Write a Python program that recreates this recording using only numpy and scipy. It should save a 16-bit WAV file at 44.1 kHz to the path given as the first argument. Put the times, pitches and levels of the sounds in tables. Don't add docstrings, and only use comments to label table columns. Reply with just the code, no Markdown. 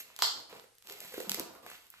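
import sys
import numpy as np
from scipy import signal
from scipy.fft import rfft, irfft, next_fast_len
from scipy.io import wavfile

SR = 44100
rng = np.random.default_rng(int(sys.argv[2]) if len(sys.argv) > 2 else 0)


def pcm_store(signal):
    levels = np.round(np.clip(np.atleast_2d(signal), -1, 1) * 32767)
    wavfile.write(sys.argv[1], SR, levels.astype(np.int16).T)


N = 88200


def undb(db):
    return 10 ** (np.asarray(db) / 20)


def on_axis(points, hz):
    table_hz, values = np.array(points, float).T
    return np.interp(np.log(hz + 1), np.log(table_hz), values)


TILT_PIVOT_HZ = 8000


def colour(x, points, tilt_db_per_oct=0, keep_power=True):
    n = 2 * next_fast_len(x.shape[-1])
    hz = np.fft.rfftfreq(n, 1 / SR)
    octaves = np.log2(np.maximum(hz, TILT_PIVOT_HZ / 10) / TILT_PIVOT_HZ)
    gain = undb(on_axis(points, hz) + tilt_db_per_oct * octaves)
    if keep_power:
        gain = gain / np.sqrt(np.mean(gain ** 2))
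    cepstrum = irfft(np.log(gain))
    cepstrum[1:n // 2] *= 2
    cepstrum[n // 2 + 1:] = 0
    response = np.exp(rfft(cepstrum))
    return irfft(rfft(x, n) * response)[..., :x.shape[-1]]


def add(out, start_s, x):
    i = int(round(start_s * SR))
    a, b = max(i, 0), min(i + len(x), N)
    if b > a:
        out[a:b] += x[a - i:b - i]


def contact(spread_s, grit, size=2048, count=3):
    x = signal.unit_impulse(size)
    g = np.clip(grit, 0, .8)
    for share in (np.arange(count) + rng.random(count)) / count:
        taps = np.r_[g, np.zeros(int(share * spread_s * SR)), 1]
        x = signal.lfilter(taps, taps[::-1], x)
    return x


def slips(per_s, spread_db, size=16384):
    hits = rng.random(size) < per_s / SR
    signs = rng.choice([-1, 1], size)
    sizes = undb(spread_db * np.minimum(rng.exponential(size=size), 4))
    x = hits * signs * sizes
    return x / (x.std() + 1e-12)


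# start_s, crack_rel_db, slap_rel_db
SNAP_EVENTS = [(0.1898, -22.5, -18), (0.222, -2, -1)]
# freq_hz, relative_density_db
CRACK_SPECTRUM = [(300, -32.5), (1800, -22.5), (2650, -17), (3150, 0.5), (3800, -5), (4300, 3.5),
                  (5200, -2.5), (6000, -12.5), (7500, -8), (9500, -23.5), (12500, -5.5), (16000, -40)]
# freq_hz, relative_density_db
SLAP_SPECTRUM = [(60, -64), (280, -37.5), (420, -8.5), (520, -20.5), (680, -4.5), (1000, 0), (1300, -2),
                 (1600, -8.5), (2300, -12), (5000, -52), (16000, -59)]
CRACK_OFFSET_DB, SLAP_OFFSET_DB, SLAP_LAG_S = 3.5, 0, 0.00058
CRACK_SPREAD_S, SLAP_SPREAD_S, SNAP_GRIT = .0004, .0006, 0.76
CRACK_ROOM_DB, SLAP_ROOM_DB, SNAP_PORT_LAG_S = 4.5, -2.5, .00002


def cuff_snaps(room):
    crack, slap = np.zeros((2, N))
    for start_s, crack_rel_db, slap_rel_db in SNAP_EVENTS:
        crack_hit = colour(contact(CRACK_SPREAD_S, SNAP_GRIT), CRACK_SPECTRUM)
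        slap_hit = colour(contact(SLAP_SPREAD_S, SNAP_GRIT), SLAP_SPECTRUM)
        add(crack, start_s, undb(CRACK_OFFSET_DB + crack_rel_db) * crack_hit)
        add(slap, start_s + SLAP_LAG_S, undb(SLAP_OFFSET_DB + slap_rel_db) * slap_hit)
    crack_heard = heard(crack, room, CRACK_ROOM_DB, SNAP_PORT_LAG_S)
    return crack_heard + heard(slap, room, SLAP_ROOM_DB, SNAP_PORT_LAG_S)


# start_s, level_db, tilt_db_per_oct
TICK_EVENTS = [(0.1635, -17.5, -1.5), (0.1898, -12, 0), (0.2234, -2.5, -2), (.528, -26, -11),
               (0.597, -26, -7), (0.7528, -37, 2), (.7835, -30, 0.5), (.824, -30, -3), (.872, -20.5, -2.5),
               (0.898, -18, -4.5), (0.9229, -17, -1), (.9875, -26, 7), (1.004, -12.5, 3),
               (1.2021, -13, 1.5), (1.2951, 0.5, 0), (1.3174, -2, -2), (1.3449, -3.5, -1),
               (1.3965, -3.5, 0.5), (1.6643, -29, -9), (1.868, -31, 3.5), (1.9023, -17, 10.5)]
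# freq_hz, relative_density_db
TICK_SPECTRUM = [(100, -33), (600, -17), (2000, -5.5), (4000, 0), (7000, -3.5), (9500, -0.5), (12000, 4.5),
                 (14000, 7), (16000, -7.5)]
TICK_SPREAD_S, TICK_GRIT, TICK_ROOM_DB, TICK_PORT_LAG_S = 0.00028, 0.72, -6.5, .00014


def ticks(room):
    out = np.zeros((2, N))
    for start_s, level_db, tilt_db_per_oct in TICK_EVENTS:
        for port in out:
            click = colour(contact(TICK_SPREAD_S, TICK_GRIT), TICK_SPECTRUM, tilt_db_per_oct)
            add(port, start_s, undb(level_db) * click)
    return heard(out, room, TICK_ROOM_DB, TICK_PORT_LAG_S)


# start_s, length_s, hiss_db, hiss_tilt_db_per_oct, rustle_db
STROKE_EVENTS = [(-.03, 0.035, -38, 2, -59), (0.033, 0.28, -60.5, -2, -70), (.19, 0.073, -44, 0, -61),
                 (0.325, 0.085, -56.5, 3, -56), (0.488, 0.082, -55.5, -2, -55),
                 (0.561, 0.079, -61, 1.5, -77), (0.837, 0.047, -55.5, 0.5, -66),
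                 (0.878, 0.056, -46, 1, -57.5), (0.952, 0.096, -52, -0.5, -61), (1.01, 0.13, -48, 1, -66.5),
                 (1.135, 0.095, -45.5, 0, -59), (1.237, 0.073, -50.5, 1, -54.5),
                 (1.319, 0.055, -45, 1, -53.5), (1.371, 0.037, -48, 8, -46), (1.45, 0.13, -59.5, 9, -57),
                 (1.62, 0.052, -58, 1.5, -56), (1.66, 0.093, -51, -2, -90), (1.737, 0.13, -60.5, 0, -72.5),
                 (1.916, 0.13, -60, -3.5, -85)]
# freq_hz, relative_density_db
HISS_SPECTRUM = [(200, -17), (900, -12), (2200, 5.5), (4000, 3), (5500, -4), (7500, -2), (9500, -5),
                 (12500, 10), (14000, 5.5), (16000, -28)]
# freq_hz, relative_density_db
RUSTLE_SPECTRUM = [(30, -33), (70, -11), (130, -8), (300, -0.5), (650, 1), (1200, -1.5), (2000, -13),
                   (5000, -16), (16000, -72)]
STROKE_ATTACK_S, STROKE_RELEASE_S = 0.0086, 0.015
SLIPS_PER_S, SLIP_SPREAD_DB, HISS_ROOM_DB, HISS_PORT_LAG_S = 5000, 4, -5, .00014
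CREASES_PER_S, CREASE_SPREAD_DB, RUSTLE_ROOM_DB = 980, 1, -0.5


def rubbing(room, size=16384):
    hiss, rustle = np.zeros((2, N))
    t = np.arange(size) / SR
    for start_s, length_s, hiss_db, tilt_db_per_oct, rustle_db in STROKE_EVENTS:
        attack = np.minimum(t / STROKE_ATTACK_S, 1)
        drag = attack * np.exp(-np.maximum(t - length_s, 0) / STROKE_RELEASE_S)
        fine = colour(drag * slips(SLIPS_PER_S, SLIP_SPREAD_DB), HISS_SPECTRUM, tilt_db_per_oct)
        coarse = colour(drag * slips(CREASES_PER_S, CREASE_SPREAD_DB), RUSTLE_SPECTRUM)
        add(hiss, start_s, undb(hiss_db) * fine)
        add(rustle, start_s, undb(rustle_db) * coarse)
    hiss_heard = heard(hiss, room, HISS_ROOM_DB, HISS_PORT_LAG_S)
    return hiss_heard + heard(rustle, room, RUSTLE_ROOM_DB)


# start_s, level_db, pitch_hz, swell_ms, scuff_db
FLAP_EVENTS = [(0.102, -47, 1080, 0.47, -72), (.499, -50, 880, 0.73, -48), (.527, -43, 446, 3.8, -60),
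               (.552, -42, 730, 1.2, -48), (0.639, -51.5, 476, 2.55, -53.5), (.906, -44, 434, 2.5, -73),
               (.948, -50.5, 422, 3.7, -75), (1.013, -48.5, 620, 2.5, -48), (1.046, -51, 151, 3, -44),
               (1.12, -50.5, 523, 3.4, -43), (1.139, -37.5, 457, 2.8, -40.5),
               (1.1788, -26.5, 378, 1.57, -41), (1.2028, -30, 492, 1.75, -36),
               (1.272, -41.5, 190, 6.6, -68), (1.309, -38, 204, 1.8, -58), (1.343, -40.5, 445, 2.9, -42),
               (1.380, -41, 324, 6.2, -52), (1.401, -30.5, 323, 1.27, -37),
               (1.551, -43.5, 1080, 0.7, -42.5), (1.663, -36.5, 684, 1.02, -36.5),
               (1.700, -47, 1520, 1.3, -38.5), (1.716, -36.5, 1340, 0.23, -37),
               (1.747, -49, 1310, 0.92, -47), (1.9398, -42.5, 1400, 0.38, -52)]
# freq_hz, relative_density_db
SCUFF_SPECTRUM = [(100, -22), (600, -9.5), (1100, -4), (2000, -1.5), (3000, -30), (6000, -14), (16000, -5)]
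FLAP_ROUGH_RAD, FLAP_ROUGH_HZ, FLAP_ROOM_DB, FLAP_HIGHPASS_HZ = .25, 245, -4, 130


def flaps(room, size=4096):
    out, t = np.zeros(N), np.arange(size) / SR
    rough_lowpass = signal.butter(2, FLAP_ROUGH_HZ, fs=SR, output="sos")
    for start_s, level_db, pitch_hz, swell_ms, scuff_db in FLAP_EVENTS:
        age = t / (swell_ms / 1000)
        envelope = age * np.exp(1 - age)
        rough = signal.sosfilt(rough_lowpass, rng.standard_normal(size))
        swing = np.sin(2 * np.pi * pitch_hz * t + FLAP_ROUGH_RAD * rough / rough.std())
        scuff = colour(rng.standard_normal(size), SCUFF_SPECTRUM)
        add(out, start_s, envelope * (undb(level_db) * swing + undb(scuff_db) * scuff))
    highpass = signal.butter(2, FLAP_HIGHPASS_HZ, "high", fs=SR, output="sos")
    return heard(signal.sosfilt(highpass, out), room, FLAP_ROOM_DB)


PORT_LAG_S = 0.000092


def heard(x, room, room_db, lag_s=PORT_LAG_S):
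    x = np.broadcast_to(x, (2, N))
    lag = np.exp(-2j * np.pi * np.fft.rfftfreq(2 * N, 1 / SR) * lag_s)
    left = irfft(rfft(x[0], 2 * N) * lag)[:N]
    direct = np.array([left, x[1]])
    return direct + undb(room_db) * signal.fftconvolve(x, room, axes=1)[:, :N]


# freq_hz, t60_s
ROOM_DECAY = [(150, 0.3), (400, 0.54), (1000, 0.46), (2200, 0.41), (4400, .47), (8000, 0.42), (13000, 0.26)]
ROOM_GAP_S, ROOM_BUILD_S, ROOM_ALIKE_HZ = .003, .004, 176
WALL_DELAY_S, WALL_DB = .004, -12


def room_response():
    t = np.arange(N // 2) / SR
    hz = np.fft.rfftfreq(len(t), 1 / SR)
    mid, side = rfft(rng.standard_normal((2, len(t))))
    alike = 1 / (1 + (hz / ROOM_ALIKE_HZ) ** 2)
    noise = mid * np.sqrt(1 + alike) + np.array([side, -side]) * np.sqrt(1 - alike)
    tail = 0
    for band_hz, t60_s in ROOM_DECAY:
        share = on_axis([(f, f == band_hz) for f, _ in ROOM_DECAY], hz)
        decay = np.exp(-np.log(1000) * t / t60_s)
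        tail = tail + irfft(noise * share, len(t)) * decay
    tail = tail * np.clip((t - ROOM_GAP_S) / ROOM_BUILD_S, 0, 1)
    tail /= np.sqrt(np.sum(tail ** 2, axis=1, keepdims=True))
    tail[1, int(WALL_DELAY_S * SR)] += undb(WALL_DB)
    return tail


# freq_hz, relative_density_db
AIR_SPECTRUM = [(15, -18), (25, -5), (114, 1), (384, -29.5), (1330, -8), (7920, -12), (9320, 8),
                (10700, -8), (11900, -6.5), (13600, -20), (16000, -27)]
AIR_MID_DB, AIR_SIDE_RATIO = -63, 0.68


def air():
    mid, side = colour(rng.standard_normal((2, N)), AIR_SPECTRUM)
    return undb(AIR_MID_DB) * (mid + AIR_SIDE_RATIO * np.array([side, -side]))


PAN_LEFT_RE_RIGHT_DB = -1.4


def scene():
    room = room_response()
    glove = cuff_snaps(room) + ticks(room) + rubbing(room) + flaps(room)
    pan = undb(np.array([[PAN_LEFT_RE_RIGHT_DB], [-PAN_LEFT_RE_RIGHT_DB]]) / 2)
    return glove * pan + air()


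# freq_hz, gain_db
MIC_RESPONSE = [(1000, -2), (8000, 0), (9000, -12), (9700, -22), (10700, -1), (13500, -9), (14700, -6),
                (15600, -18)]
TOP_HZ = 16500


def record(dry):
    coloured = colour(dry, MIC_RESPONSE, keep_power=False)
    return signal.sosfilt(signal.ellip(8, .2, 70, TOP_HZ, fs=SR, output="sos"), coloured)


dry = scene()
out = record(dry)
pcm_store(out)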